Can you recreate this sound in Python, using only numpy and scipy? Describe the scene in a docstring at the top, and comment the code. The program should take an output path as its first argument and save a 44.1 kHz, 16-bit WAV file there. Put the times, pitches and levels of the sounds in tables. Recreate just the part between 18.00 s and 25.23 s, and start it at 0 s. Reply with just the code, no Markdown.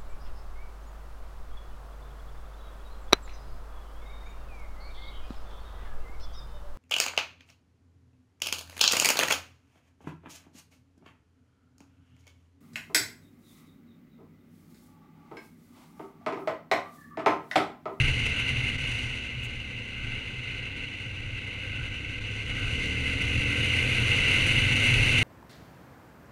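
"""Motorcycle ride through the wind

A twin-cylinder motorcycle on a country road, heard by a camera in a closed case on the rider's helmet.
The bike coasts, holds its speed, then pulls hard: a stack of engine tones plus puffs of gas noise.
Wind, made of coloured noise bands, buffets the case, sings in its cavities and hisses at its edges.
Two quick bright swishes pass early on, and the camera adds a faint hiss of its own."""
import sys
import numpy as np
from scipy import signal
from scipy.fft import rfft, irfft, next_fast_len
from scipy.io import wavfile
from scipy.ndimage import uniform_filter1d, map_coordinates

SR = 44100
rng = np.random.default_rng(int(sys.argv[2]) if len(sys.argv) > 2 else 0)


def pcm_store(signal):
    """Save signal as 16-bit PCM."""
    levels = np.round(np.clip(np.atleast_2d(signal), -1, 1) * 32767)
    wavfile.write(sys.argv[1], SR, levels.astype(np.int16).T)


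N = 318843  # length [samples]


def amp(db):
    """Turn decibels into a gain."""
    return 10 ** (np.asarray(db) / 20)


def unit(x):
    """Scale a signal to an rms of 1."""
    return x / np.sqrt(np.mean(x ** 2) + 1e-20)


def curves(rows):
    """Join a table's rows with straight lines: one curve for each column after the time."""
    times, *columns = np.transpose(rows)
    t = np.arange(N) / SR
    return [np.interp(t, times, column) for column in columns]


def wobble(rate):
    """A smooth random curve through `rate` random points a second."""
    points = rng.standard_normal(int(N * rate / SR) + 4)
    return map_coordinates(points, [np.arange(N) * rate / SR])


def lift_db(modes, hz):
    """Add up the bell-shaped boosts or dips [dB] that resonances give at a frequency."""
    return sum(db * np.exp(-((hz - centre_hz) / width_hz) ** 2) for centre_hz, width_hz, db in modes)


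def bumps(rows, length_s):
    """Add up bells in time, one for each (time, height) row."""
    t = np.arange(N) / SR
    return sum(height * np.exp(-((t - time) / length_s) ** 2) for time, height in rows)


def filtered(x, response):
    """Multiply the spectrum of x by a gain that depends on frequency."""
    padded = next_fast_len(N + 8192)
    hz = np.fft.rfftfreq(padded, 1 / SR)
    return irfft(rfft(x, padded) * response(hz), padded)[..., :N]


def patchy(noise, spread_db):
    """Make noise louder and softer in random patches of time and pitch."""
    cells = signal.stft(noise, nperseg=512)[2]
    patches = uniform_filter1d(rng.standard_normal(cells.shape), size=8, axis=0)  # smooth across pitch
    patches = uniform_filter1d(patches, size=6, axis=1)  # smooth across time
    return signal.istft(cells * amp(spread_db * unit(patches)), nperseg=512)[1][:N]


def rush(spectrum, modes=(), patchy_db=0):
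    """Rushing noise of rms 1: white noise shaped by a colour table and by resonances."""
    noise = rng.standard_normal(N)
    if patchy_db:
        noise = patchy(noise, patchy_db)
    colour_hz, colour_db = np.transpose(spectrum)

    def colour(hz):
        """Gain at each frequency, drawn on a logarithmic pitch scale."""
        base_db = np.interp(np.log(hz + 1), np.log(colour_hz + 1), colour_db, left=-120, right=-120)
        return amp(base_db + lift_db(modes, hz))

    return unit(filtered(noise, colour))


def by_throttle(throttle, settings):
    """Blend three settings: coasting (0), light throttle (1), open throttle (2)."""
    return np.interp(throttle, range(3), settings)


# How strongly each engine tone sounds, before the pipe and other changes:
# (multiple of the cycle rate, coasting level [dB], light-throttle level [dB], open-throttle level [dB])
TONES = [(2, -47, -53, -41), (3, -66, -53, -46), (5, -66, -70, -47), (6, -58, -62, -58), (7, -54, -70, -56),
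         (8, -59, -74, -61), (9, -66, -71, -62), (10, -80, -72, -66), (11, -80, -80, -60),
         (12, -80, -84, -59), (13, -80, -86, -61), (14, -80, -82, -68)]
# Exhaust and intake resonances that boost or dip the tones: (centre [Hz], width [Hz], boost [dB])
PIPE_RESONANCES = [(100, 30, 7), (135, 15, -8), (282, 38, 12), (478, 58, 8)]


def engine_tones(cycle_hz, throttle, turns):
    """Tones at multiples of the cycle rate; their balance changes with the throttle."""
    rough_db = by_throttle(throttle, [.5, .8, .3])  # a lean engine fires less evenly than a pulling one
    fired = np.clip(throttle, 0, 1)  # the pipe only lifts the tones when the cylinders burn
    out = np.zeros(N)
    for order, *levels_db in TONES:
        hz = order * cycle_hz
        # coasting tones grow with engine speed and are muffled above 258 Hz
        pumping_db = 1.1 * (cycle_hz - 33) - .4 * np.clip(hz - 258, 0, 40)
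        waver_db = rough_db * np.sqrt(order) * wobble(8)  # higher tones waver more
        level_db = by_throttle(throttle, levels_db) + waver_db
        level_db += (1 - fired) * pumping_db + fired * lift_db(PIPE_RESONANCES, hz)
        tone = np.sin(2 * np.pi * (order * turns + rng.random()))
        out += np.sqrt(2) * amp(level_db) * tone
    return out


# Colour of the gas noise in the pipe: (frequency [Hz], relative level [dB])
GAS_COLOUR = [(150, -32), (230, 7), (330, 0), (450, -10), (540, -5.5), (700, -28)]
# Where the gas noise rings: (centre [Hz], width [Hz], boost [dB])
GAS_RESONANCES = [(282, 29, 4.5), (494, 42, 14.5)]


def gas_rasp(throttle, turns):
    """Gas noise in the pipe, puffed once and twice in every engine cycle."""
    puffs = 1 + .5 * np.cos(2 * np.pi * turns) + .5 * np.cos(2 * np.pi * 2 * turns)
    level_db = by_throttle(throttle, [-58, -57, -49])
    return amp(level_db) * puffs * rush(GAS_COLOUR, GAS_RESONANCES)


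# How the bike is ridden: (time [s], four-stroke cycle rate [Hz], throttle [0 coasting, 1 light, 2 open])
RIDE_PLAN = [(0, 39.6, .2), (.9, 36.03, 0), (1.5, 33.32, 0), (1.9, 32.07, 0), (2.2, 31.86, .2),
             (2.45, 31.37, 1), (2.8, 31.2, 1), (3.3, 31.46, 1.1), (3.9, 33.1, 1.4), (4.3, 33.85, 1.4),
             (4.55, 35, 1.5), (4.75, 36.1, 2), (5.1, 38.1, 2), (5.4, 40.44, 2), (5.7, 42, 2),
             (6.6, 46.7, 2), (7.23, 50.3, 2)]


def engine():
    """Two uneven firings a cycle: steady tones and puffs of gas share one turning crank."""
    cycle_hz, throttle = curves(RIDE_PLAN)
    turns = np.cumsum(cycle_hz * (1 + .001 * wobble(9))) / SR  # the crank never runs quite evenly
    return engine_tones(cycle_hz, throttle, turns) + gas_rasp(throttle, turns)


# Brief surges and dropouts, scaled by each layer's flicker share: (time [s], height [dB])
FLICKER_SURGES = [(.085, 3), (.155, 1), (.2, 5.5), (.265, 5), (.3, 4.5), (.398, 3.5), (.498, 3), (.64, 3.5),
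                  (.775, -13), (.8, 0.5), (.92, 5.5), (2.045, 2.5), (2.778, 4.5), (4.2, -9), (4.445, -8),
                  (4.5, 2.5), (4.603, 0), (5.215, 3.5), (6.535, 2), (6.93, -3), (7.188, 5.5)]


def wind_flicker():
    """A shared restless level [dB], from slow and fast wobbles plus brief surges and dropouts."""
    wobbles_db = .44 * wobble(24) + .83 * wobble(60) + .78 * wobble(150) + .88 * wobble(500)
    return wobbles_db + bumps(FLICKER_SURGES, length_s=.0073)


def layer_gain(law, strength_db):
    """How loud one wind layer is: it follows the wind strength and wanders slowly by itself."""
    calm_strength_db = -38  # the wind strength at which a layer has its calm level
    calm_db, growth, wander_db = law
    return amp(calm_db + growth * (strength_db - calm_strength_db) + wander_db * wobble(5))


# Each law below: (calm level [dB], growth [dB per dB of wind strength], size of slow wander [dB])
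BUFFET_LEVEL = (-44, 0.72, 1.8)
BOOM_LEVEL = (-43, 0.94, 1.54)
# Colours of the buffeting and of the case's lowest resonance: (frequency [Hz], relative level [dB])
BUFFET_COLOUR = [(4, -15), (12, -16), (22, 1), (45, -2.5), (70, -4), (95, -2.5), (150, -18.5), (220, -38)]
BOOM_COLOUR = [(60, -45), (95, -11.5), (110, -2.5), (121, -1.5), (133, -6), (150, -19.5), (200, -47)]
# Single hard buffets: (time [s], height [dB])
BASS_THUMPS = [(.08, 4.5), (.42, 0), (.63, 4), (2.2, 1.5), (3.81, 8), (4.21, 4), (4.76, 4), (5.38, 8),
               (6.01, 8), (6.24, 4.5), (6.55, 2.5), (6.99, 5), (7.17, 6.5)]


def bass_buffeting(strength_db, bass_db):
    """Lumpy low noise as eddies push on the case, with its lowest resonance booming along."""
    lumps = amp(2 * wobble(13))
    buffets = layer_gain(BUFFET_LEVEL, strength_db) * unit(lumps * rush(BUFFET_COLOUR))
    boom = layer_gain(BOOM_LEVEL, strength_db) * unit(lumps * rush(BOOM_COLOUR))
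    return (buffets + boom) * amp(bass_db + bumps(BASS_THUMPS, length_s=.04))


# (calm level [dB], growth [dB per dB of wind strength], size of slow wander [dB])
ROAR_LEVEL = (-50, 0.86, 0.3)
# Colour of the roar: (frequency [Hz], relative level [dB])
ROAR_COLOUR = [(100, -26), (160, -2), (280, -3), (340, -8.5), (480, -7), (600, -14.5), (900, -15.5),
               (1200, -17), (1600, -50), (2200, -53)]


def wind_roar(strength_db, flicker_db):
    """Patchy low and middle noise that flickers fairly gently."""
    gain = layer_gain(ROAR_LEVEL, strength_db) * amp(.61 * flicker_db)
    return gain * rush(ROAR_COLOUR, patchy_db=.67)


# (calm level [dB], growth [dB per dB of wind strength], size of slow wander [dB])
WHISTLE_LEVEL = (-53.5, 0.86, 1.4)
# Colour of a small air space: (frequency [Hz], relative level [dB])
WHISTLE_COLOUR = [(1000, -45), (1300, -10), (1440, -5.5), (1525, 2.5), (1610, -5.5), (1750, -41),
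                  (2000, -48)]
# Moments when the whistle swells: (time [s], height [dB])
WHISTLE_SWELLS = [(3.72, 4), (4.64, 6.5)]


def wind_whistle(strength_db, flicker_db):
    """A small air space sings: a narrow band of noise that swells at times."""
    swell_db = bumps(WHISTLE_SWELLS, length_s=.14)
    gain = layer_gain(WHISTLE_LEVEL, strength_db) * amp(.5 * flicker_db + swell_db)
    return gain * rush(WHISTLE_COLOUR)


# Colour of the wind in the case's cavities: (frequency [Hz], relative level [dB])
CAVITY_COLOUR = [(900, -75), (1250, -25), (1750, -19), (2400, -9.5), (3050, -18), (3600, -18), (4600, -30),
                 (5200, -37.5), (6000, -88)]
# Resonances of the case's air spaces: (centre [Hz], width [Hz], boost [dB])
CASE_RESONANCES = [(2081, 163, 13.5), (2358, 48, 4), (2658, 173, 11), (2913, 180, 13), (4095, 205, 6)]


def case_cavities(strength_db, flicker_db):
    """Air spaces in the case sing: noise with several ringing bands."""
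    return amp(strength_db + .79 * flicker_db) * rush(CAVITY_COLOUR, CASE_RESONANCES, patchy_db=.68)


# Each law: (calm level [dB], growth [dB per dB of wind strength], size of slow wander [dB])
HISS_LEVEL = (-59.5, 1.08, .7)
AIR_LEVEL = (-71.5, 1.49, 0.78)
# Colours of the hiss and of its thin top: (frequency [Hz], relative level [dB])
HISS_COLOUR = [(3000, -19), (4500, 2), (5400, -10), (5900, 2.5), (6800, -4), (7800, -8), (8400, -10.5),
               (9100, -6), (10500, -40), (12500, -36)]
AIR_COLOUR = [(7000, -28), (8400, -3), (9100, 1.5), (10500, -6), (12500, -16), (15300, -29)]


def edge_hiss(strength_db, treble_db, flicker_db):
    """Wind hisses at the case's edges: bright noise under a thin top that flickers most."""
    hiss_gain = layer_gain(HISS_LEVEL, strength_db) * amp(treble_db + .98 * flicker_db)
    air_gain = layer_gain(AIR_LEVEL, strength_db) * amp(treble_db + 1.5 * flicker_db)
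    return hiss_gain * rush(HISS_COLOUR, patchy_db=.5) + air_gain * rush(AIR_COLOUR)


# Wind strength, as the cavities' level before flicker:
# (time [s], level [dB], extra treble [dB], extra bass [dB])
WIND_STRENGTH = [(0, -26.5, 0, 4), (.14, -30.5, 0.5, 2), (.66, -31, 0.5, 1), (1, -34.5, 2, 0.5),
                 (1.15, -36, 0, -3), (1.55, -39, 0, 0.5), (1.92, -39.5, 0, -1.5), (2.16, -36.5, -1.5, 1.5),
                 (2.35, -39, -0.5, -1.5), (2.52, -37, -1, 0), (3.15, -40.5, 0, -0.5),
                 (3.48, -38, -0.5, 1.5), (4.1, -38.5, 0.5, 0.5), (4.44, -35, 0.5, 1.5), (4.68, -34, 3, 2),
                 (4.85, -32, 1.5, -4.5), (5.25, -30.5, 1, 2.5), (5.7, -27.5, 1, -2), (6, -26.5, 1.5, -3),
                 (6.3, -24, -0.5, -5), (6.6, -24.5, 1.5, 0), (7.23, -23.5, 1, 0.5)]


def wind():
    """Eddies shed at the case: one strength drives every layer, and all but the bass share a flicker."""
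    strength_db, treble_db, bass_db = curves(WIND_STRENGTH)
    flicker_db = wind_flicker()
    bass = bass_buffeting(strength_db, bass_db)
    roar = wind_roar(strength_db, flicker_db)
    whistle = wind_whistle(strength_db, flicker_db)
    cavities = case_cavities(strength_db, flicker_db)
    hiss = edge_hiss(strength_db, treble_db, flicker_db)
    return bass + roar + whistle + cavities + hiss


# Short swishes, each with its own peak before they overlap: (time [s], level [dB])
SWISH_PEAKS = [(1.437, -58), (1.452, -54.5)]
# Colour of the swishes: (frequency [Hz], relative level [dB])
SWISH_COLOUR = [(4000, -30), (6500, 6), (9000, -3), (12000, -6), (15300, -12)]


def swishes():
    """Brief puffs of bright hiss, each rising and falling as a bell."""
    peaks = [(time, amp(db)) for time, db in SWISH_PEAKS]
    return bumps(peaks, length_s=.01) * rush(SWISH_COLOUR)


def scene():
    """Add the engine, the wind and the swishes, as one channel."""
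    return (engine() + wind() + swishes())[None]


# Colour of the camera's own noise: (frequency [Hz], relative level [dB])
CAMERA_COLOUR = [(6000, -20), (9000, -5), (11000, 0), (13000, -2), (15300, -8)]


def record(dry):
    """The camera adds a faint hiss and keeps nothing above its band limit."""
    top_hz = 15224
    own_noise = amp(-81) * rush(CAMERA_COLOUR)
    return filtered(dry + own_noise, lambda hz: hz < top_hz)


dry = scene()
out = record(dry)
pcm_store(out)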